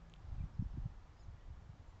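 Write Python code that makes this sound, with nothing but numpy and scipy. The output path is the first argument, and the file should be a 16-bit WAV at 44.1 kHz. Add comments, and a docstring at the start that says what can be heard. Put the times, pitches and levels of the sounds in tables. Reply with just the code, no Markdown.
"""A quiet garden, heard from a hand-held camera over an even hush of distant air.
A light gust rumbles on the microphone, bumps it with soft low eddies and brushes through the plants.
At the start a faint low hum dies away and four small ticks ring the plastic camera body.
Far-off birds chirp in thin, bending whistles, blurred by the echo from plants and ground."""
import sys
import numpy as np
from scipy import signal
from scipy.fft import rfft, irfft
from scipy.io import wavfile
from scipy.ndimage import uniform_filter1d

SR = 44100
rng = np.random.default_rng(int(sys.argv[2]) if len(sys.argv) > 2 else 0)


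def wav_out(sig):
    """Save sig, one row per channel (or a flat mono array), as 16-bit PCM at SR to the path in sys.argv[1]."""
    wavfile.write(sys.argv[1], SR, np.round(np.clip(np.atleast_2d(sig).T, -1, 1) * 32767).astype(np.int16))


N = 88200


def undb(db):
    """Decibels to gain."""
    return 10 ** (np.asarray(db) / 20)


def noise(colour):
    """Noise of rms 1, shaped by an EQ curve of (frequency [Hz], level [dB]) points."""
    hz, db = np.array(colour, float).T
    bin_hz = np.maximum(np.fft.rfftfreq(N, 1 / SR), 1)
    eq = undb(np.interp(np.log(bin_hz), np.log(hz), db))
    shaped = irfft(rfft(rng.standard_normal(N)) * eq, N)
    return shaped / shaped.std()


def wobble(rate_hz):
    """Random modulator with a spread near 1, gliding from value to value."""
    hold = int(SR / rate_hz)
    steps = np.repeat(rng.standard_normal(N // hold + 1), hold)
    return uniform_filter1d(steps, hold)[:N]


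def garden_echo(sound, t60_s=0.35):
    """The short, diffuse tail scattered back by plants and ground, wet only."""
    age = np.arange(N) / SR
    tail = rng.standard_normal(N) * np.exp(-np.log(1000) * age / t60_s)
    return signal.fftconvolve(sound, tail / np.linalg.norm(tail))[:N]


# Colour of the outdoor bed (frequency [Hz], relative level [dB])
HUSH_COLOUR = [(30, 7.5), (150, 2.5), (280, 2), (450, -1.5), (750, 0.4), (1100, -1.2), (2000, -9.3),
               (2600, -13.5), (3300, -14.5), (5000, -18.5), (7000, -21), (7700, -27), (8500, -42)]


def hush(level_db=-67.5):
    """The bed: a smooth, even wash of distant air."""
    return noise(HUSH_COLOUR) * undb(level_db)


# Colour of the wind rumble (frequency [Hz], relative level [dB])
RUMBLE_COLOUR = [(10, -12.5), (25, 3), (45, 3), (80, -3), (125, -10), (180, -19), (260, -24.5), (400, -38),
                 (900, -66)]
# Envelope of the gust at the microphone (time [s], level [dB])
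GUST_ENVELOPE = [(0, -58), (.2, -58.5), (.25, -49.5), (.33, -47.5), (.43, -41.5), (.5, -48), (.56, -49.5),
                 (.64, -43.5), (.71, -50.5), (.79, -45.5), (.9, -50.5), (1.0, -57.5), (1.17, -58.5),
                 (1.27, -55), (1.44, -59), (1.52, -49.5), (1.63, -57.5), (2.0, -55.5)]


def wind_rumble(t):
    """Turbulence on the microphone, swelling with the gust."""
    times, levels_db = np.array(GUST_ENVELOPE).T
    return noise(RUMBLE_COLOUR) * undb(np.interp(t, times, levels_db))


def hum(t, pitch_hz=163.7, level_db=-64.5, end_s=0.26, fade_s=0.13):
    """A faint, slightly unsteady low hum that holds briefly and fades out."""
    hz = pitch_hz * (1 + 0.011 * wobble(20))
    fade = np.clip((end_s - t) / fade_s, 0, 1)
    return undb(level_db) * np.sqrt(2) * fade * np.sin(2 * np.pi * np.cumsum(hz) / SR)


# Distant bird notes
# (time [s], length [s], start pitch [Hz], middle pitch [Hz], end pitch [Hz], level [dB])
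BIRD_NOTES = [(.04, .075, 1650, 1700, 1680, -77), (.28, .025, 5800, 5500, 5200, -83),
              (.385, .045, 2950, 2350, 2850, -72), (.44, .025, 5800, 5700, 5300, -83),
              (.532, .025, 5750, 5450, 4800, -79.5), (.612, .028, 5800, 5500, 5150, -80),
              (.703, .028, 5650, 5250, 5200, -81), (1.162, .024, 5350, 4900, 5300, -79),
              (1.187, .032, 4600, 5150, 4300, -78), (1.185, .05, 6400, 6900, 6600, -81),
              (1.225, .03, 6850, 6250, 4800, -78), (1.215, .04, 3700, 4050, 3600, -83),
              (1.39, .035, 2150, 2850, 3450, -78), (1.385, .07, 1900, 1930, 2000, -76),
              (1.87, .05, 7150, 7200, 7100, -85)]


def birds(t, pitch_jitter=0.011, flutter_db=-1.5, echo_db=-8):
    """Thin fluttering whistles, each bending through three pitches, blurred by distance."""
    dry = np.zeros(N)
    for at, length, start_hz, middle_hz, end_hz, db in BIRD_NOTES:
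        progress = np.clip((t - at) / length, 0, 1)
        bend = np.polyfit([0, .5, 1], [start_hz, middle_hz, end_hz], 2)
        hz = np.polyval(bend, progress) * (1 + pitch_jitter * wobble(600))
        gain = undb(db + flutter_db * wobble(150))
        arch = 2 * np.sqrt(progress * (1 - progress))
        dry += gain * arch * np.sin(2 * np.pi * np.cumsum(hz) / SR)
    return dry + undb(echo_db) * garden_echo(dry)


def ring(age, hz, t60_s, attack_s=0.00038):
    """One mode struck at age 0: a sine with a fast attack and an exponential decay."""
    age = np.maximum(age, 0)
    attack = 1 - np.exp(-age / attack_s)
    decay = np.exp(-np.log(1000) * age / t60_s)
    return np.sin(2 * np.pi * hz * age) * decay * attack


# Modes of the plastic camera body (frequency [Hz], relative level [dB], decay t60 [s])
BODY_MODES = [(2710, 0, 0.0043), (3170, 7.5, 0.0033), (4050, -26, 0.0021)]
# Handling ticks (time [s], strike level [dB], bright snap relative to the strike [dB])
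HANDLING_TICKS = [(.0980, -59, 5), (0.12, -63, -6), (.1381, -44.5, -12.5), (0.1608, -57.5, -31)]


def camera_ticks(t, rebound_s=.0022, rebound_db=-12.5, low_cut_hz=2260, echo_db=-17.5):
    """Small plastic ticks ring the camera body with a bright snap on top; each rebounds once."""
    hits = np.zeros(N)
    for at, db, snap_db in HANDLING_TICKS:
        for age, hit_db in ((t - at, db), (t - at - rebound_s, db + rebound_db)):
            body = sum(undb(mode_db) * ring(age, hz, t60) for hz, mode_db, t60 in BODY_MODES)
            snap = undb(snap_db) * ring(age, hz=6800, t60_s=0.0037)
            hits += undb(hit_db) * (body + snap)
    # The body is too small to radiate lows.
    dry = signal.sosfilt(signal.butter(4, low_cut_hz, "high", fs=SR, output="sos"), hits)
    return dry + undb(echo_db) * garden_echo(dry)


# Colour of the air moving through the plants (frequency [Hz], relative level [dB])
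RUSH_COLOUR = [(300, -15), (550, -6), (760, 1.5), (1100, -6.5), (2000, -17), (5000, -22), (8000, -41)]
# Bell-shaped swells of the rush (crest time [s], half-width [s], level [dB])
RUSH_SWELLS = [(.35, .11, -70.5), (.8, .11, -72.5)]


def plant_rush(t):
    """The gust brushes through the plants in two soft swells."""
    swells = sum(undb(db) * np.exp(-.5 * ((t - at) / width) ** 2) for at, width, db in RUSH_SWELLS)
    return noise(RUSH_COLOUR) * swells


# Eddies that bump the microphone (time [s], peak level [dB], pitch [Hz])
EDDIES = [(0.255, -49, 55), (0.326, -38, 66.3), (0.343, -38.5, 83.6), (.385, -36.5, 92), (.408, -36.5, 105),
          (.437, -50, 167), (0.442, -37.5, 116), (0.467, -56, 65), (.597, -28.5, 114.5),
          (0.607, -35.5, 110), (0.625, -32, 170), (0.664, -40, 65), (.745, -41.5, 120), (.776, -41.5, 218),
          (0.784, -35.5, 114.5), (0.861, -31.5, 109.8), (1.288, -44.5, 90), (1.298, -52.5, 130),
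          (1.343, -47, 81), (1.509, -41, 77.5), (1.625, -50, 108), (1.699, -44, 106), (1.74, -51, 121),
          (1.802, -50, 91), (1.946, -54.5, 80)]


def eddy_thuds(t, half_width_cycles=0.37):
    """Soft low thuds: each eddy pushes the diaphragm and then sucks it back."""
    out = np.zeros(N)
    for at, db, hz in EDDIES:
        cycles = (t - at) * hz
        window = np.exp(-.5 * (cycles / half_width_cycles) ** 2)
        bump = -np.sin(2 * np.pi * cycles) * window
        out += undb(db) * bump / np.abs(bump).max()
    return out


def scene():
    """The mono mix: close wind and handling over a soft background."""
    t = np.arange(N) / SR
    close = wind_rumble(t) + eddy_thuds(t) + camera_ticks(t)
    background = birds(t) + hum(t) + hush() + plant_rush(t)
    return (close + background)[None]


def record(dry):
    """The camera cuts the top end with a steep low-pass."""
    high_cut_hz = 8300
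    return signal.sosfilt(signal.ellip(8, .2, 70, high_cut_hz, fs=SR, output="sos"), dry)


dry = scene()
out = record(dry)
wav_out(out)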